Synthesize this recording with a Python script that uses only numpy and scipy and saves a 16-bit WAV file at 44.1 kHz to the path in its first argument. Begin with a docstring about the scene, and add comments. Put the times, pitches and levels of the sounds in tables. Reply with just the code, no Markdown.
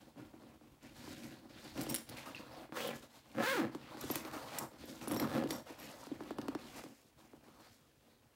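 """A small quiet room with one microphone near a chair: a canvas backpack is lifted onto it and handled.
The zipper is pulled in three strokes and a few single slips: tooth after tooth excites the tape and the bag.
Hands keep rubbing the cloth, made of dense random slips; bumps ring the hollow bag as a set of modes.
The metal pull tab jingles and rattles on its slider, and a plastic part is tapped.
Behind it lie sparse room reflections, a low rumble of the chair, and air and microphone hiss."""
import sys
import numpy as np
from scipy import signal
from scipy.io import wavfile
from scipy.ndimage import uniform_filter1d

SR = 44100
rng = np.random.default_rng(int(sys.argv[2]) if len(sys.argv) > 2 else 0)


def digitize_waveform(pressure):
    """Quantize a signal to 16-bit integers and store it at the path in sys.argv[1].

    Rows of a 2-D input are taken as channels; values are limited to [-1, 1].
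    """
    field = np.atleast_2d(pressure).T
    bounded = np.clip(field, -1, 1)
    quanta = np.round(bounded * 32767).astype(np.int16)
    wavfile.write(sys.argv[1], SR, quanta)


N = 368543  # length in samples

# The zipper strokes, one list a stroke. Each row: time in s, teeth per s, pitch of the taut tape in Hz.
STROKE_SPEEDS = [
    [(2.722, 200, 1000), (2.775, 270, 1250), (2.8, 310, 2600), (2.83, 320, 3050), (2.89, 260, 3100),
     (2.92, 190, 2000), (2.96, 150, 1500)],
    [(3.34, 70, 1500), (3.375, 130, 1500), (3.4, 280, 1400), (3.43, 412, 1350), (3.455, 450, 1500),
     (3.478, 515, 1600), (3.52, 560, 1700), (3.535, 500, 1450), (3.565, 480, 1400), (3.585, 345, 1300),
     (3.608, 270, 1300), (3.63, 140, 1350), (3.71, 50, 1200)],
    [(5.285, 85, 1400), (5.35, 135, 1300), (5.39, 120, 1400), (5.43, 75, 1400)],
]
# The same strokes. Each row: time in s, thump into the large panels in dB, into the small panels in dB,
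# knock of the teeth in dB.
STROKE_FORCES = [
    [(2.72, -62, -65, -62), (2.74, -54, -62, -59), (2.77, -57, -49, -44.5), (2.89, -55.5, -45.5, -47.5),
     (2.96, -64, -71, -64.5)],
    [(3.34, -50, -65, -67), (3.366, -46, -49, -54.5), (3.408, -42.5, -39.5, -46), (3.44, -35.5, -38, -38.5),
     (3.5, -34.5, -47.5, -37.5), (3.572, -28.5, -38, -41), (3.598, -35.5, -46, -43.5),
     (3.648, -42, -42.5, -54), (3.71, -47, -74, -66)],
    [(5.285, -53, -44.5, -53.5), (5.38, -43, -46.5, -52), (5.43, -43, -42.5, -60)],
]
# Each row, one a stroke: snagging of a slow pull (0-2), scraping against knock in dB.
STROKE_TRAITS = [(1.5, -2.5), (.4, -7), (0.55, -3.5)]
# A tooth's knock on the tape. Each row: frequency in Hz, level in dB.
TOOTH_SPECTRUM = [(400, -36.5), (900, 8.5), (1500, 8), (2300, 5.5), (3300, -3.5), (5000, -12), (9000, -35)]
# Scraping of the slider. Each row: frequency in Hz, level in dB.
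SCRAPE_SPECTRUM = [(600, -21), (1200, 0), (2200, 0.5), (3500, 6), (5000, 1), (8000, -3), (12000, -6),
                   (16000, -3)]
# Single teeth letting go and bumps of the bag. Each row: time in s, thump peak in dB, tick peak in dB.
POPS = [(0.159, -52, -70), (0.338, -50, -70.5), (0.435, -51, -61), (0.611, -55, -71), (1.076, -41.5, -56),
        (1.235, -59, -45), (1.254, -46, -62), (1.777, -51, -36), (1.809, -49, -32.5), (1.866, -38.5, -38),
        (2.09, -53, -41), (2.17, -60, -48), (2.692, -50.5, -70), (2.725, -57, -57), (2.776, -43, -37),
        (3.316, -69, -49), (3.348, -45, -50), (3.749, -32.5, -38), (3.971, -43, -44), (4.038, -35.5, -46),
        (4.101, -28, -30.5), (4.157, -37, -36), (4.184, -59, -41), (4.25, -41, -36), (4.313, -56, -41),
        (4.362, -38.5, -60), (4.738, -53, -60), (4.837, -42.5, -64.5), (4.992, -53, -49), (5.018, -45, -52),
        (5.074, -32, -36), (5.112, -32, -31), (5.135, -41, -36), (5.164, -31, -31), (5.198, -38, -26.5),
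        (5.213, -37.5, -51), (5.232, -45, -49), (5.256, -41, -55), (5.274, -38, -39), (5.379, -30.5, -37),
        (5.438, -32, -37), (5.457, -30.5, -57.5), (5.474, -54, -40), (5.507, -32.5, -24.5),
        (5.7, -43.5, -46.5), (6.068, -44, -43), (6.116, -31, -62), (6.206, -35.5, -50), (6.235, -52, -45.5),
        (6.307, -32, -41), (6.385, -29.5, -37.5), (6.415, -60, -38), (6.483, -31, -34),
        (6.55, -30.5, -36.5), (6.838, -42.5, -41.5), (6.862, -44.5, -65.5), (7.046, -57.5, -81),
        (7.333, -48, -67), (7.482, -54, -62)]
# A tooth's edge. Each row: frequency in Hz, level in dB per Hz.
CONTACT_SPECTRUM = [(800, -2.5), (2000, 6), (4500, 3.5), (8000, -5.5), (16000, -9.5)]
# The hollow bag, large panels first. Each row: mode in Hz, level in dB, t60 in s.
BAG_MODES = [(141, -6, 0.11), (238.5, -6, 0.17), (273.8, 1, 0.1), (315, 3.5, 0.066), (369, -15, 0.14),
             (499, -6.5, 0.041), (545.5, -2.5, 0.046), (605, -29, 0.0072), (724, -7.5, 0.04),
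             (1018, -17, 0.1), (964, -22.5, 0.07), (1385, -12.5, 0.044), (1730, -14.5, 0.024)]
# The pull tab hits the slider. Each row: time in s, clack peak in dB, high ring peak in dB, low ring peak in dB.
JINGLES = [(1.814, -29, -54, -50), (1.8317, -34, -45, -61), (1.8647, -50, -62, -61),
           (1.8906, -36, -59, -42), (1.897, -23.5, -53, -57), (1.9065, -37, -44, -57),
           (1.921, -38, -55, -56), (1.944, -20.5, -33, -52), (1.9603, -27, -46, -34),
           (1.983, -36, -47, -47), (2.092, -32, -67, -66), (2.186, -40, -55, -75), (2.2603, -45, -63, -69),
           (2.874, -33, -50, -55), (4.0104, -30.5, -38, -46), (4.111, -40, -32, -52),
           (4.156, -18, -52, -59), (4.164, -43, -52, -55), (4.586, -23.5, -37, -38),
           (4.8544, -51, -52, -63), (5.0792, -30, -52, -58), (5.1175, -30, -48, -50),
           (5.143, -34, -46, -43), (5.17, -40, -42, -42), (5.199, -42, -32.5, -41), (5.3502, -49, -49, -65),
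           (5.5073, -30, -45, -48), (5.5298, -53, -51, -45), (5.799, -42, -43, -67), (5.853, -48, -54, -65)]
# The loose tab keeps rattling. Each row: start in s, length in s, high ring in dB, low ring in dB.
RATTLES = [(1.803, 0.057, -57, -58), (1.887, 0.13, -69, -52), (4.092, 0.18, -63, -62),
           (5.072, 0.15, -54, -58.5), (5.171, 0.094, -54, -52), (5.495, 0.082, -50, -50.5),
           (5.782, 0.092, -60, -65)]
# The slider body, before any damping. Each row: mode in Hz, level in dB, t60 in s.
SLIDER_MODES = [(8600, -17, 0.0037), (8630, -12, 0.017), (10100, 1.5, 0.004), (10900, -36, 0.0091),
                (14630, -5.5, 0.007), (16600, -5, 0.015)]
# The pull tab's close high pair, before any damping. Each row: mode in Hz, level in dB, t60 in s.
TAB_HIGH_MODES = [(12780, -2, .055), (12920, 0, .055)]
# The pull tab's low modes, before any damping. Each row: mode in Hz, level in dB, t60 in s.
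TAB_LOW_MODES = [(5610, 0, .06), (7620, -5, .05)]
# A plastic part is tapped and bounces. Each row: time in s, level in dB, pitch in Hz.
BUCKLE_TAPS = [(2.348, -36, 2740), (2.365, -43, 2550), (2.379, -45, 2550)]
# Hands grip and slide on the canvas, one row a move. Each row: start in s, length in s, share of it spent
# swelling (0-1), push on the panels in dB, drag on the seams in dB, slide in dB, brightness in dB.
HAND_MOVES = [(0, 0.094, 0, -54.5, -64, -66.5, 0.5), (0.156, 0.15, 0.2, -53, -65, -68.5, 1),
              (0.325, 0.055, 0.4, -57, -65, -73, 0), (0.383, 0.18, 0.44, -56, -64, -72, 0),
              (0.606, 0.14, 0.5, -60.5, -72.5, -79, 4), (0.805, 0.17, .26, -55.5, -67, -64, 1.5),
              (0.938, 0.15, 0.56, -53.5, -60.5, -59, 3.5), (1.024, 0.17, 0.63, -51, -71, -58, 4),
              (1.156, 0.18, 0.5, -50, -73, -60, 4.5), (1.295, 0.12, 0.27, -53, -66, -63.5, 1),
              (1.41, 0.098, 0.5, -63, -73, -76, -3), (1.483, 0.12, 0.84, -51.5, -58.5, -59, -3),
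              (1.573, 0.34, 0.22, -55, -62, -58, 0.5), (1.744, 0.18, 0.27, -40, -53, -55, 2.5),
              (1.878, .14, 0.17, -46, -55, -57.5, 6), (2.061, 0.12, 0.62, -49, -57, -57.5, -2),
              (2.155, 0.082, 0.3, -53, -53, -51, -1), (2.248, 0.1, 0.4, -53.5, -51.5, -58.5, 2),
              (2.34, 0.068, 0.2, -55, -64, -53.5, -3), (2.383, 0.14, 0, -50.5, -53.5, -60, -8),
              (2.507, .15, 0.2, -54, -53.5, -59, -15.5), (2.934, 0.07, 0.4, -53, -56.5, -60.5, 9),
              (3.014, 0.042, .33, -54, -54, -59, 6), (3.091, 0.14, 0.54, -70, -66.5, -66, 3.5),
              (3.233, 0.2, 0.95, -59, -65, -67.5, 3), (3.711, 0.15, 0, -50.5, -60, -66.5, -1),
              (3.78, 0.25, 0.63, -57, -56.5, -60, -15), (3.968, 0.18, 0.38, -54, -54.5, -57.5, 6.5),
              (4.053, 0.16, 0.64, -45.5, -48.5, -51.5, 7.5), (4.216, .11, 0.48, -52, -50.5, -57.5, -4),
              (4.318, 0.24, 0.1, -52, -47.5, -56.5, 2), (4.463, 0.13, 0.93, -53.5, -47, -52, 0.5),
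              (4.572, 0.095, 0.5, -48.5, -48, -67, 14.5), (4.7, 0.084, 0.78, -57.5, -59.5, -67.5, -7),
              (4.773, 0.096, 0.51, -51, -59, -58, 3), (4.86, 0.18, 0.22, -52, -62, -60.5, 6),
              (5.001, 0.063, 0.34, -48, -52.5, -54.5, 4.5), (5.081, 0.21, 0.2, -40.5, -47.5, -56.5, -3),
              (5.176, 0.16, 0.15, -38.5, -49, -57, -13), (5.316, 0.15, 0.1, -40.5, -54, -56, -3),
              (5.479, 0.12, 0.38, -41.5, -45, -55.5, 7.5), (5.65, 0.11, 0.5, -58, -53, -58, 0.5),
              (5.771, 0.17, 0.49, -53.5, -55, -55.5, 2.5), (5.931, 0.16, 0.69, -59.5, -57, -61, 4.5),
              (6.07, 0.27, 0.94, -51.5, -60, -63.5, -2), (6.33, 0.47, 0.2, -50, -59.5, -69, -6),
              (6.575, 0.14, 0.9, -62, -62, -59.5, 3), (6.685, 0.15, 0.66, -57.5, -53.5, -58, 7.5),
              (6.828, 0.088, 0, -52, -69, -66.5, 9), (6.92, 0.17, 0.2, -76, -84, -74, 10),
              (7.171, 0.16, 0, -65.5, -69.5, -71, 4.5), (7.335, 0.049, .6, -61, -69, -84, 11),
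              (7.42, 0.37, 0.11, -64.5, -69, -73, 3), (7.58, 0.12, .7, -66, -61, -64, 0.5),
              (7.678, 0.1, .4, -70, -74, -70, 8.5), (7.79, .24, 0, -76, -81, -81, 6),
              (8.043, 0.13, 0.6, -73, -78, -75, 0)]
# Scraped seams. Each row: frequency in Hz, level in dB per Hz.
SEAM_SPECTRUM = [(200, -27.5), (500, 7.5), (800, 4), (1300, 1.5), (2000, -13.5), (4000, -18.5)]
# Rubbed weave. Each row: frequency in Hz, level in dB per Hz.
WEAVE_SPECTRUM = [(600, -34.5), (1500, 2), (2800, -2), (4500, -2.5), (7000, -16.5), (12000, -24)]
# Hiss of the fibres. Each row: frequency in Hz, level in dB per Hz.
FIBRE_SPECTRUM = [(2500, -22.5), (5000, 0.5), (7000, 0), (10000, -5), (13000, -5), (16000, -11.5)]
# The chair under the load. Each row: frequency in Hz, level in dB per Hz.
CHAIR_SPECTRUM = [(20, -63), (45, 5), (80, 3), (150, 3.5), (250, -33.5)]
# Room air and microphone hiss. Each row: frequency in Hz, level in dB per Hz.
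AIR_SPECTRUM = [(15, -44), (25, -9), (97, -32.5), (439, -3.5), (624, -21), (714, -17), (2110, -20.5),
                (11000, -24), (14800, -24.5), (16000, -18.5)]

SMOOTHING_PER_S = 300  # teeth per s; the faster the pull, the more evenly the teeth pass
LURCH, LURCH_S = .12, .03  # the hand pulls unevenly: added snagging that comes and goes
SNAP_TOP_HZ = 1610  # most treble that leads a snap, above its low end
BLUNT_DB, BLUNT_SPAN_DB = -18.75, 11.5  # a tick further under its thump than the first has a duller front
RATTLE_FADE_DB = -14.5  # over the length of a rattle
# stretched seams sing in a band that drifts; so does the rubbed weave, higher up
SEAM_HZ, SEAM_WANDER_DB, SEAM_WIDTH_HZ, SEAM_LIFT = 825, 3, 270, 1.07
WEAVE_HZ, WEAVE_WANDER_DB, WEAVE_WIDTH_HZ, WEAVE_LIFT = 3310, 2.5, 700, 0.92
# every move: below its top at the start, at its end, then the release
SWELL_DB, SAG_DB, LET_GO_DB_PER_S = -7.5, -9.5, 392
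FIBRE_DB = -7  # hiss of the fibres against the slide, before each move's brightness
REST_PUSH_DB, REST_DRAG_DB, REST_SLIDE_DB = -74.5, -78.5, -80.5  # the bag settling between moves
ROOM_DB, ROOM_T60_S = -11.5, 0.34
AIR_DB = -74
EDGE_HZ = 15850  # upper band limit


def zipper_stroke(speed, force, snag, scrape_db):
    """The slider meets tooth after tooth: each thumps the bag, knocks on the tape and leaves a puff of scraping."""
    speed_s, teeth_per_s, pitch_hz = np.transpose(speed)
    force_s, *force_levels = np.transpose(force)
    start, end = speed_s[0], speed_s[-1]
    t = np.arange(start, end + .1, 1 / SR)
    n = len(t)
    moving = t < end
    rate = np.interp(t, speed_s, teeth_per_s)
    tape_hz = np.interp(t, speed_s, pitch_hz)
    large, small, knock = (gain_of(np.interp(t, force_s, db)) for db in force_levels)

    lurch = LURCH * np.maximum(wander(LURCH_S)[:n], 0)
    uneven = snag * np.exp(-rate / SMOOTHING_PER_S) + lurch
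    uneven_rate = rate * gain_of(5 * uneven * wander(.003)[:n])
    teeth_passed = np.cumsum(uneven_rate) / SR
    teeth = np.diff(np.floor(teeth_passed), prepend=0) * moving
    teeth *= gain_of(7 * uneven * rng.standard_normal(n))
    teeth *= np.sqrt(SR / rate)  # equal power at any speed
    since_tooth = (teeth_passed % 1) / rate
    puff = 0.5 + np.exp(-since_tooth / 0.0022)
    scrape = puff * grains(9000, 2.8)[:n] * moving
    push = teeth + 1.09 * uneven * evened(scrape)  # an uneven pull also shakes the cloth between teeth

    out = np.zeros(n)
    for gain, modes in ((large, BAG_MODES[:5]), (small, BAG_MODES[5:])):
        panels = ring(modes)
        out += signal.oaconvolve(push * gain, panels)[:n] / np.linalg.norm(panels)
    scrape_gain = knock * gain_of(scrape_db)
    for gain, drive, spectrum, tape_lift in ((knock, push, TOOTH_SPECTRUM, 1.8),
                                             (scrape_gain, scrape, SCRAPE_SPECTRUM, 2.4)):
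        contact = coloured(drive, spectrum)
        out += gain * evened(contact + tape_lift * resonate(contact, tape_hz, 450.0))
    return start, out


def snap(top_hz):
    """A tooth letting go: bending waves in the taut tape arrive treble first, then the bag rings on."""
    t = np.arange(1100) / SR
    hz = 285 * rng.uniform(.92, 1.08) + top_hz * np.exp(-t / .0016)
    envelope = np.minimum(t / 0.0074 + 0.3, 1) * np.exp(-(t / 0.012) ** 1.34)
    sweep = np.sin(2 * np.pi * np.cumsum(hz) / SR) * envelope
    body = signal.oaconvolve(np.hanning(30), ring(BAG_MODES, scatter=12.0, detune=0.019))
    return peaked(np.pad(sweep, (0, len(body) - len(t))) + 0.48 * peaked(body))


def tick():
    """A few milliseconds of crackle at the contact."""
    t = np.arange(500) / SR
    crackle = rng.standard_normal(500) * np.exp(-t / 0.0033)
    crackle[0] = 4.3  # the edge slips off at once
    return peaked(coloured(crackle, CONTACT_SPECTRUM))


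def pop(thump_db, tick_db):
    """A snap and a tick from one start; a weak tick goes with a duller snap."""
    sharpness = np.clip(1 + (tick_db - thump_db - BLUNT_DB) / BLUNT_SPAN_DB, .15, 1)
    out = gain_of(thump_db) * snap(SNAP_TOP_HZ * sharpness)
    add(out, 0, gain_of(tick_db) * tick())
    return out


def jingle(clack_db, high_db, low_db):
    """The tab lands and chatters on the slider for a few milliseconds, ringing the modes of both."""
    t = np.arange(700) / SR
    chatter = rng.standard_normal(700) * (rng.random(700) < .04) * .9 * np.exp(-(t / .007) ** 2)
    chatter[0] = 1
    clack = ring(SLIDER_MODES, scatter=4.2, detune=0.019)
    clack[:60] += 1.8 * rng.standard_normal(60) * np.exp(-np.arange(60) / 7.6)  # the contact itself
    high = ring(TAB_HIGH_MODES, scatter=3.9, detune=0.0037)
    low = ring(TAB_LOW_MODES, scatter=2.8, detune=0.0068)
    held = gain_of(-60 * np.arange(9000) / SR / 0.028)  # fingers and cloth soon damp the metal
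    parts = ((clack_db, clack), (high_db, high), (low_db, low))
    return sum(gain_of(db) * peaked(signal.oaconvolve(chatter, held * x)) for db, x in parts)


def rattle(start, length, high_db, low_db):
    """Many small knocks keep both rings of the tab alive, then tire."""
    t = np.arange(0, length, 1 / SR)
    n = len(t)
    knocks = grains(310, 1.8)[:n] * signal.windows.tukey(n, .1)
    out = np.zeros(n)
    for db, modes in ((high_db, TAB_HIGH_MODES), (low_db, TAB_LOW_MODES)):
        out += gain_of(db) * evened(signal.oaconvolve(knocks, ring(modes))[:n])
    fade = gain_of(RATTLE_FADE_DB * t / length) * signal.windows.tukey(n, .3)
    return start, fade * out


def buckle_tap(db, hz):
    """A tapped plastic part: one mode that dies within 20 ms."""
    return gain_of(db) * ring([(hz, 0, .02)])


def cloth():
    """Slips under the hands flex the panels and scrape seams and weave; all share one uneven grip."""
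    flex_db, drag_db, rub_db, hiss_db = hands()
    grip = wander(0.032)

    panels = ring(BAG_MODES)
    slips = gain_of(flex_db + 1.94 * grip) * grains(900, 2.25)
    flex = signal.oaconvolve(slips, panels)[:N] / np.linalg.norm(panels)

    seams = coloured(grains(2500, 0.71), SEAM_SPECTRUM)
    seam_hz = SEAM_HZ * gain_of(SEAM_WANDER_DB * wander(0.058))
    seams = seams + SEAM_LIFT * resonate(seams, seam_hz, SEAM_WIDTH_HZ)
    drag = evened(seams) * gain_of(drag_db + 2.5 * grip + 0.5 * wander(0.013))

    weave = coloured(grains(6000, 2.1), WEAVE_SPECTRUM)
    weave_hz = WEAVE_HZ * gain_of(WEAVE_WANDER_DB * wander(0.079))
    weave = weave + WEAVE_LIFT * resonate(weave, weave_hz, WEAVE_WIDTH_HZ)
    rub = evened(weave) * gain_of(rub_db + 0.62 * grip + 1.83 * wander(0.0042))

    fibres = coloured(grains(13000, 1.0), FIBRE_SPECTRUM)
    hiss = evened(fibres) * gain_of(hiss_db + 1.4 * grip + 2.27 * wander(.004))
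    return flex + drag + rub + hiss


def hands():
    """Four levels over time (dB): the moves overlap as powers above the resting level."""
    columns = np.transpose(HAND_MOVES)[:, :, None]
    start, length, swelling, push_db, drag_db, slide_db, bright_db = columns
    frames = np.arange(0, N / SR, 1 / 500)
    t = frames - start
    top = length * np.clip(swelling, .02, .98)
    swell_db = SWELL_DB * np.clip(1 - t / top, 0, 1)
    sag_db = SAG_DB * np.clip((t - top) / (length - top), 0, 1)
    release_db = -LET_GO_DB_PER_S * np.maximum(t - length, 0)
    shape = gain_of(swell_db + sag_db + release_db) * np.clip(t / 0.014, 0, 1)
    layers = ((push_db, REST_PUSH_DB), (drag_db, REST_DRAG_DB), (slide_db, REST_SLIDE_DB),
              (slide_db + FIBRE_DB + bright_db, REST_SLIDE_DB + FIBRE_DB))
    levels = []
    for db, rest_db in layers:
        power = ((shape * gain_of(db)) ** 2).sum(0) + gain_of(2 * rest_db)
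        levels.append(np.interp(np.arange(N) / SR, frames, 10 * np.log10(power)))
    return levels


def chair():
    """A low rumble of filtered noise, always there and stronger while the bag is pushed about."""
    push_db = uniform_filter1d(hands()[0], 6000)
    level_db = -70.0 + 0.58 * (push_db + 61) + 3.8 * wander(0.019)
    return evened(coloured(rng.standard_normal(N), CHAIR_SPECTRUM)) * gain_of(level_db)


def room(x):
    """Sparse reflections of random sign, dying away, with less bass and top than the direct sound."""
    at = np.arange(250, 15000, 20) + rng.integers(0, 20, 738)
    taps = np.zeros(15020)
    taps[at] = rng.choice([-1., 1.], 738) * gain_of(-60 * at / SR / ROOM_T60_S)
    taps = coloured(taps, [(100, -12.5), (2000, 0.5), (16000, -6.0)])
    return signal.oaconvolve(x, taps / np.linalg.norm(taps))[:N]


def still_air():
    """Room air and microphone hiss: steady noise with a fixed spectrum."""
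    return gain_of(AIR_DB) * evened(coloured(rng.standard_normal(N), AIR_SPECTRUM))


def gain_of(db):
    """Decibels to gain."""
    return 10 ** (np.asarray(db) / 20)


def evened(x):
    """Scales to an rms of 1."""
    return x / np.sqrt(np.mean(x ** 2) + 1e-20)


def peaked(x):
    """Scales to a peak of 1."""
    return x / np.max(abs(x))


def coloured(x, spectrum):
    """Filters x by a spectrum; the phase follows from the gain, so that clicks keep a sharp front."""
    f, db = np.transpose(spectrum)
    hz = abs(np.fft.fftfreq(8192, 1 / SR))
    log_gain = np.log(gain_of(np.interp(np.log(hz + 1), np.log(f), db)))
    taps = np.fft.ifft(np.exp(np.conj(signal.hilbert(log_gain)))).real
    return signal.oaconvolve(x, taps[:4096])[:len(x)]


def ring(modes, scatter=0., detune=0.):
    """Response of a set of modes to one blow; where it lands scatters the levels (dB) and pitches (share)."""
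    hz, db, t60 = np.transpose(modes)[:, :, None]
    t = np.arange(9000) / SR
    db = db + scatter * rng.standard_normal(db.shape)
    hz = hz * (1 + detune * rng.standard_normal(hz.shape))
    return (gain_of(db - 60 * t / t60) * np.sin(2 * np.pi * hz * t)).sum(0)


def resonate(x, hz, width):
    """Shifts the curve hz down to zero, smooths, and shifts back: a resonance that can move."""
    turn = np.exp(2j * np.pi * np.cumsum(hz) / SR)
    r = np.exp(-np.pi * width / SR)
    return 2 * (turn * signal.lfilter([1 - r], [1, -r], x / turn)).real


def wander(width):
    """Slow random drift of rms 1, smooth over width seconds."""
    size = max(round(width * SR), 2)
    return evened(uniform_filter1d(uniform_filter1d(rng.standard_normal(N), size), size))


def grains(per_s, spread_db):
    """Sparse slips of random sign and rms 1, most small and a few large."""
    size = gain_of(spread_db * np.minimum(rng.exponential(1, N), 5))
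    return evened(size * rng.choice([-1., 1.], N) * (rng.random(N) < per_s / SR))


def add(mix, s, sound):
    """Mixes a sound in at time s."""
    part = mix[round(s * SR):][:len(sound)]
    part += sound[:len(part)]


def scene():
    """Zipper, hardware and cloth in the room, over the chair and the still air."""
    near = cloth()
    for speed, force, traits in zip(STROKE_SPEEDS, STROKE_FORCES, STROKE_TRAITS):
        add(near, *zipper_stroke(speed, force, *traits))
    for s, thump_db, tick_db in POPS:
        add(near, s, pop(thump_db, tick_db))
    for s, *levels in JINGLES:
        add(near, s, jingle(*levels))
    for row in RATTLES:
        add(near, *rattle(*row))
    for s, db, hz in BUCKLE_TAPS:
        add(near, s, buckle_tap(db, hz))
    no_deep_bass = signal.butter(4, 118, "high", fs=SR, output="sos")  # a small bag radiates none
    near = signal.sosfilt(no_deep_bass, near)
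    return (near + gain_of(ROOM_DB) * room(near) + chair() + still_air())[None]


def record(dry):
    """The microphone rolls off the deep bass; then the band limit."""
    x = signal.sosfilt(signal.butter(2, 45, "high", fs=SR, output="sos"), dry)
    band_limit = signal.firwin(511, EDGE_HZ, window=("kaiser", 9), fs=SR)
    return signal.oaconvolve(x, band_limit[None], "same")


dry = scene()
out = record(dry)
digitize_waveform(out)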